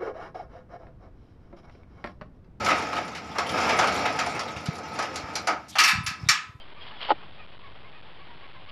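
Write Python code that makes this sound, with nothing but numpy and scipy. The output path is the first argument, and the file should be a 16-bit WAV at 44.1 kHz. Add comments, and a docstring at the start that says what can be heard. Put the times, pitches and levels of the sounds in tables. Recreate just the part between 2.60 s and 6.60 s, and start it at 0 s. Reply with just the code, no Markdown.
"""A barred steel gate rumbles and knocks along its ground track, then clanks steel on steel.
Its wheels grind over grit and set the frame ringing; bumps knock and rattle it.
Thin squeaks come on the way and between the clanks at the end of the travel.
Heard from beside the gate, outside a house in still air, on one hand-held microphone
that takes a few soft bumps."""
import sys
import numpy as np
from scipy import signal
from scipy.fft import rfft, irfft
from scipy.io import wavfile

SR = 44100
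rng = np.random.default_rng(int(sys.argv[2]) if len(sys.argv) > 2 else 0)


def bounce(signal):
    """Save signal as a 16-bit WAV file at the path given by the first command-line argument."""
    frames = np.transpose(np.atleast_2d(signal))
    limited = np.clip(frames, -1, 1)
    pcm = np.round(limited * 32767).astype(np.int16)
    wavfile.write(sys.argv[1], SR, pcm)


N = 176400
TIME = np.arange(N) / SR
TAIL = TIME[:32768]   # seconds since a strike
WHEELS_STOP_S = 2.93
TICK_RISE_S, BOOM_RISE_S = 0.0011, 0.0019   # ringing builds up as it spreads through the bars

# How hard the wheels grind, down at the track: time_s, level_db
ROLL_LEVEL = [(0, -26), (.2, -34.5), (.33, -33), (.5, -37.5), (.64, -43), (.74, -38.5), (.79, -36),
              (.86, -31), (.97, -26), (1.15, -27.5), (1.33, -28), (1.55, -31), (1.75, -35.5), (2.05, -41.5),
              (2.25, -40.5), (2.35, -36), (2.6, -41), (2.84, -40.5), (2.93, -48.5), (3.02, -54.5),
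              (3.55, -54.5), (3.64, -50.5), (3.72, -54), (4, -97)]
# Colour of the barred frame: frequency_hz, level_db
FRAME_COLOUR = [(150, -20), (250, -2.5), (370, -7), (520, -10), (720, -5), (900, -2), (1050, -6.5),
                (1400, -4.5), (1900, -9), (2250, -6), (2900, -14), (4000, -19.5), (5300, -14.5),
                (6200, -24), (7300, -24), (8100, -39.5), (9500, -34.5), (13000, -42)]
# Hollow hum of the tubes, lingering as the wheels slow: frequency_hz, level_db
HUM_COLOUR = [(150, -25), (520, 4), (620, 0.5), (720, 1), (890, 3), (1020, -30), (1170, -16), (1270, 5),
              (1370, -4.5), (1500, -35), (3000, -72)]
# Rumble of the ground under the gate: frequency_hz, level_db
RUMBLE_COLOUR = [(25, -28), (45, -56), (70, -1), (110, -6), (200, -3), (320, -9), (600, -35), (2000, -65)]
def rolling(spots=6, reference_db=-35.5):
    """The wheels crush grit and shake the frame at several spots; the tubes hum and the track rumbles."""
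    level_db = roll_db(TIME)
    swing_db = level_db - reference_db
    hum = amp(-39 + 0.89 * swing_db) * np.clip((WHEELS_STOP_S - TIME) * 10, 0, 1)
    frame = 0
    for _ in range(spots):
        for force, colour in ((amp(level_db), FRAME_COLOUR), (hum, HUM_COLOUR)):
            grind = force * wandering_load() * grit_jolts()
            ring = steel(colour, patchy_db=4.5) * swell(rise_s=0.0016)
            frame = frame + drive(grind, ring)
    rumble = noise(RUMBLE_COLOUR, N) * amp(-44 + 0.53 * swing_db)
    return frame / np.sqrt(spots) + rumble


def roll_db(time_s):
    """How hard the wheels grind at a given moment."""
    return np.interp(time_s, *np.transpose(ROLL_LEVEL))


def wandering_load(shifts_per_s=16, spread_db=6.5):
    """One spot's share of the load wanders, so the ringing keeps changing colour; rms 1."""
    knots = np.clip(rng.standard_normal(400), -1.6, 1.6)
    return unit(amp(spread_db * np.interp(TIME * shifts_per_s, np.arange(len(knots)), knots)))


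def grit_jolts(per_s=700, spread_db=3.5):
    """Grit gives a wheel small random jolts of uneven size; rms 1."""
    sizes = amp(spread_db * np.minimum(rng.exponential(1, N), 4)) * rng.choice([-1, 1], N)
    return unit(sizes * (rng.random(N) < per_s / SR))


# Ringing time of the steel: frequency_hz, t60_s
STEEL_DECAY = [(200, 0.19), (700, 0.31), (1300, 0.27), (2500, 0.24), (5500, 0.21), (11000, 0.1)]
# Hollow resonances of the frame: centre_hz, width_hz, boost_db
FRAME_RESONANCES = [(307, 23.4, 9), (449, 16.6, 6.5), (640, 58, 3.5), (728, 28, 4.5), (882, 12, 7),
                    (1270, 71, 9), (1544, 54, 0.5), (1680, 24, 2.5), (5650, 270, 2)]
def steel(colour, ring_scale=1, tilt_db=0, patchy_db=4, patch_width_hz=230):
    """The gate struck at one spot: countless close modes of random strength, the highest dying first."""
    f = np.fft.rfftfreq(len(TAIL), 1 / SR)
    # each spot favours some groups of modes
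    groups = np.interp(f / patch_width_hz, np.arange(400), rng.standard_normal(400))
    db = patchy_db * groups * f / (f + 1000)
    db += tilt_db * np.log2(np.clip(f, 200, 3000) / 1000)
    db += sum(boost / (1 + (2 * (f - centre) / width) ** 2) for centre, width, boost in FRAME_RESONANCES)
    db += over_hz(*np.transpose(colour), len(TAIL))
    modes = rfft(unit(irfft(rfft(rng.standard_normal(len(TAIL))) * amp(db))))
    hz, t60_s = np.transpose(STEEL_DECAY)
    bands = [irfft(modes * over_hz(hz, share, len(TAIL))) for share in np.eye(len(hz))]
    return sum(band * decay(t60 * ring_scale) for band, t60 in zip(bands, t60_s))


# Steel meets steel at the end of the track: start_s, clang_db, tick_db
END_BLOWS = [(3.184, -11.5, -16), (3.2, -20.5, -16), (3.236, -14, -13.5), (3.275, -14, -33),
             (3.463, -24.5, -22.5), (3.687, -14, -10)]
# Colour of the whole gate clanging: frequency_hz, level_db
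CLANG_COLOUR = [(150, -37), (550, -45), (750, -13), (1050, -8.5), (1260, -2.5), (1420, -5.5), (1750, 0),
                (2400, -0.5), (2900, -4), (3500, -9.5), (5500, -12.5), (8000, -17.5), (13000, -20)]
# Clear tones of the struck tubes: pitch_hz, level_db, t60_s
TUBE_TONES = [(1010, -18.5, 1), (1300, -5.5, 0.62), (1380, -10.5, 0.36), (1720, 0, 0.32), (1940, -2.5, .35),
              (2090, -5, 0.2), (2140, 2, 0.2), (2440, -21.5, 0.58), (2360, 3, 0.21), (2554, -5, 0.28),
              (2633, 0.5, 0.35), (3570, -12.5, 0.5), (4700, -18, 0.5), (5230, -9, 0.3)]
def clanks(tubes_db=-10.5, uneven_db=2):
    """Hard blows set the whole gate clanging, with the tones of its tubes on top."""
    out = np.zeros(N)
    hz, mode_db, t60_s = np.transpose(TUBE_TONES)[:, :, None]
    tones = np.sin(2 * np.pi * hz * TAIL) * decay(t60_s)
    for start_s, clang_db, tick_db in END_BLOWS:
        strength = amp(tubes_db + mode_db + uneven_db * rng.standard_normal(hz.shape))
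        tubes = np.sum(strength * rng.choice([-1, 1], hz.shape) * tones, axis=0)
        clang = (steel(CLANG_COLOUR, ring_scale=1.54) + tubes) / np.sqrt(2)
        add(out, start_s, amp(clang_db) * clang * swell(rise_s=0.004) + amp(tick_db) * tick())
    return highpass(out, hz=680, order=4)   # hard blows leave the low modes still


def first_touch(start_s=3.154, pitch_hz=785, level_db=-25.5):
    """One tube rings a hollow note as the gate makes contact, just before the clanks."""
    out = np.zeros(N)
    note = np.sin(2 * np.pi * pitch_hz * TAIL) * decay(t60_s=0.1) * swell(BOOM_RISE_S)
    add(out, start_s, amp(level_db) * note)
    return out


# Knocks of the frame: bumps along the track, then the gate's first touch and the low boom under
# its first clank: start_s, boom_db, tilt_db_per_octave, tick_db
FRAME_KNOCKS = [(.046, -39, -3, -29.5), (.060, -20, -0.5, -30), (.084, -21, 0.5, -32),
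                (.102, -17.5, -1, -32), (.125, -28, -1, -50), (.221, -33, -7, -38), (.328, -29, 1.5, -55),
                (0.364, -26, 1.5, -50), (.478, -40, 2, -40), (.549, -33.5, 11, -41), (.753, -30, -1.5, -53),
                (.783, -20, -2, -26), (.891, -35, 5, -32.5), (.975, -24, 2.5, -42), (1.03, -36, -19, -42),
                (1.092, -24, 7.5, -30.5), (1.188, -16, 0, -22.5), (1.225, -21, -1.5, -35),
                (1.271, -22, -1.5, -27), (1.322, -50, -6, -34), (1.385, -63, -3, -54),
                (1.454, -21, 2.5, -35), (1.589, -22, 3, -25.5), (1.662, -27, -4.5, -32),
                (1.770, -36, -3, -55), (1.792, -28.5, 2, -28.5), (1.882, -36.5, 7, -66),
                (1.963, -36, 11, -47), (2.057, -35.5, 8, -34), (2.152, -53, -13, -40.5),
                (2.181, -33.5, -7.5, -42), (2.388, -23.5, -2, -30.5), (2.423, -30.5, 3, -32.5),
                (2.557, -35.5, 2, -27), (2.754, -30, -2, -22.5), (2.792, -37, -13, -63),
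                (2.871, -20, -1, -24), (2.887, -20.5, -2.5, -52), (2.925, -30.5, -6.5, -47),
                (3.154, -23.5, 4.5, -35), (3.205, -33.5, -8, -45)]
# Colour of the frame booming after a knock: frequency_hz, level_db
BOOM_COLOUR = [(150, -19), (300, -13), (450, -12), (600, -6), (760, -1.5), (1000, -4.5), (1350, -1.5),
               (1600, -4.5), (1900, -7.5), (2300, -5.5), (3000, -14), (5500, -24), (8000, -34),
               (13000, -45)]
def knocks():
    """Each knock ticks at the point of contact and swells into the frame."""
    out = np.zeros(N)
    for start_s, boom_db, tilt_db, tick_db in FRAME_KNOCKS:
        boom = steel(BOOM_COLOUR, tilt_db=tilt_db) * swell(BOOM_RISE_S)
        add(out, start_s, amp(boom_db) * boom + amp(tick_db) * tick())
    return highpass(out, hz=240)   # a knock hardly moves the lowest modes


# Colour of a hard tick on the steel: frequency_hz, level_db
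TICK_COLOUR = [(300, -45), (600, -21.5), (1200, -14), (2400, -3), (3300, -8), (4400, 0), (5500, 0),
               (6200, -4.5), (7300, -5), (8100, -20.5), (9500, -11.5), (11000, -16.5), (13000, -32.5)]
def tick(crack_db=-4, crack_s=0.013):
    """A hard contact: a crack, then bright, short ringing."""
    crack = amp(crack_db) * np.exp(-TAIL / crack_s)
    return steel(TICK_COLOUR, patchy_db=3.5) * swell(TICK_RISE_S) * (1 + crack) / 2


def chatter(count=32, relative_db=-10.5, spread_db=3.5):
    """Loose parts tick now and then while the gate moves, each with a colour of its own."""
    out = np.zeros(N)
    for k, (jitter, size) in enumerate(rng.uniform(-1, 1, (count, 2))):
        start_s = (k + 1 + jitter) / (count + 1) * WHEELS_STOP_S
        level_db = roll_db(start_s) + relative_db + spread_db * size
        ring = steel(TICK_COLOUR, ring_scale=0.7, patchy_db=9) * swell(TICK_RISE_S)
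        add(out, start_s, amp(level_db) * ring)
    return out


def grit_bursts(count=70, low_hz=2790, high_hz=11950, relative_db=-4.5, spread_db=4.5):
    """Bits of grit burst under the wheels, each crunching in a narrow band of its own."""
    out = np.zeros(N)
    for when, pitch, size in rng.random((count, 3)):
        start_s, hz = when * WHEELS_STOP_S, low_hz * (high_hz / low_hz) ** pitch
        level_db = roll_db(start_s) + relative_db + spread_db * (2 * size - 1)
        level_db -= 8.5 * np.log2(hz / low_hz)   # higher bursts are fainter
        band = unit(signal.lfilter(*signal.iirpeak(hz, Q=14, fs=SR), rng.standard_normal(len(TAIL))))
        add(out, start_s, amp(level_db) * band * swell(TICK_RISE_S) * decay(t60_s=0.12))
    return out


# Thin squeaks and short scrapes at the gate: start_s, length_s, pitch_hz, width_hz, level_db
STEEL_RUBS = [(1.874, 0.027, 3820, 350, -46), (2.332, 0.021, 9600, 500, -54.5),
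              (3.082, 0.038, 5370, 2400, -45), (3.113, 0.044, 3400, 786, -47.5),
              (3.433, 0.027, 10600, 150, -49.5), (3.593, 0.067, 5200, 90, -52.5),
              (3.651, 0.085, 3740, 196, -50.5)]
def squeaks():
    """Rubbing steel sings briefly in one resonance."""
    out = np.zeros(N)
    for start_s, length_s, pitch_hz, width_hz, level_db in STEEL_RUBS:
        radius = np.exp(-np.pi * width_hz / SR)
        resonator = [1, -2 * radius * np.cos(2 * np.pi * pitch_hz / SR), radius ** 2]
        tone = unit(signal.lfilter([1, 0, -1], resonator, rng.standard_normal(len(TAIL))))
        arch = np.sqrt(np.abs(np.sin(np.pi * np.minimum(TAIL / length_s, 1))))
        add(out, start_s, amp(level_db) * tone * arch)
    return out


# Bumps right on the hand-held microphone: start_s, level_db, pitch_hz
HANDLING_BUMPS = [(1.962, -32, 110), (2.084, -16.5, 147), (2.634, -31, 80), (3.331, -30, 190),
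                  (3.35, -25.5, 110), (3.373, -30, 160), (3.382, -22, 105), (3.403, -26, 150),
                  (3.438, -31, 95), (3.478, -30, 100), (3.509, -34.5, 170), (3.55, -47, 110),
                  (3.614, -37, 140), (3.631, -24, 115), (3.661, -26, 125), (3.693, -30.5, 130),
                  (3.891, -35.5, 100), (3.949, -35.5, 95)]
def microphone_bumps(rise_s=0.0049):
    """Bumps reach the microphone as soft, heavily damped low thumps."""
    out, age = np.zeros(N), TAIL / rise_s
    envelope = (age * np.exp(1 - age)) ** 2
    for start_s, level_db, pitch_hz in HANDLING_BUMPS:
        add(out, start_s, amp(level_db) * envelope * np.sin(2 * np.pi * pitch_hz * TAIL))
    return out


# Still air outside the house, all around the microphone: frequency_hz, level_db
AIR_COLOUR = [(25, 2), (80, 20), (300, 8), (1000, -4), (3000, -24), (7000, -23), (13000, -24)]
def outdoor_air(level_db=-57):
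    """A faint, steady, low hush behind the gate."""
    return amp(level_db) * noise(AIR_COLOUR, N)


def amp(db):
    """Decibels to gain."""
    return 10 ** (np.asarray(db) / 20)


def unit(x):
    """Scale to rms 1."""
    return x / np.sqrt(np.mean(x ** 2) + 1e-20)


def add(out, start_s, sound):
    """Mix a sound in at a time."""
    i = max(int(start_s * SR), 0)
    out[i:i + len(sound)] += sound[:N - i]


def swell(rise_s):
    """The quick build-up of a struck sound."""
    return 1 - np.exp(-TAIL / rise_s)


def decay(t60_s):
    """Ringing that falls 60 dB in the given time."""
    return np.exp(-np.log(1000) * TAIL / t60_s)


def over_hz(hz, values, size):
    """A table spread over the bins of a spectrum, on a log-frequency axis."""
    return np.interp(np.log(np.fft.rfftfreq(size, 1 / SR) + 0.0012), np.log(hz), values)


def noise(colour, size):
    """Coloured noise of rms 1."""
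    gains = amp(over_hz(*np.transpose(colour), size))
    return unit(irfft(rfft(rng.standard_normal(size)) * gains, size))


def drive(force, response):
    """Play a force through a ringing body, keeping its power."""
    return signal.fftconvolve(force, response / np.sqrt(np.sum(response ** 2)))[:N]


def highpass(x, hz, order=2):
    """Roll off the bass."""
    return signal.sosfilt(signal.butter(order, hz, "high", fs=SR, output="sos"), x)


def scene():
    """The gate and the air around it, in mono at the microphone."""
    gate = rolling() + chatter() + grit_bursts() + knocks() + first_touch() + clanks() + squeaks()
    return (gate + microphone_bumps() + outdoor_air())[None]


def record(dry):
    """The recorder drops the deepest bass and the top."""
    top_cut = signal.ellip(10, 0.2, 75, 13300, fs=SR, output="sos")
    return signal.sosfilt(top_cut, highpass(dry, hz=50))


dry = scene()
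out = record(dry)
bounce(out)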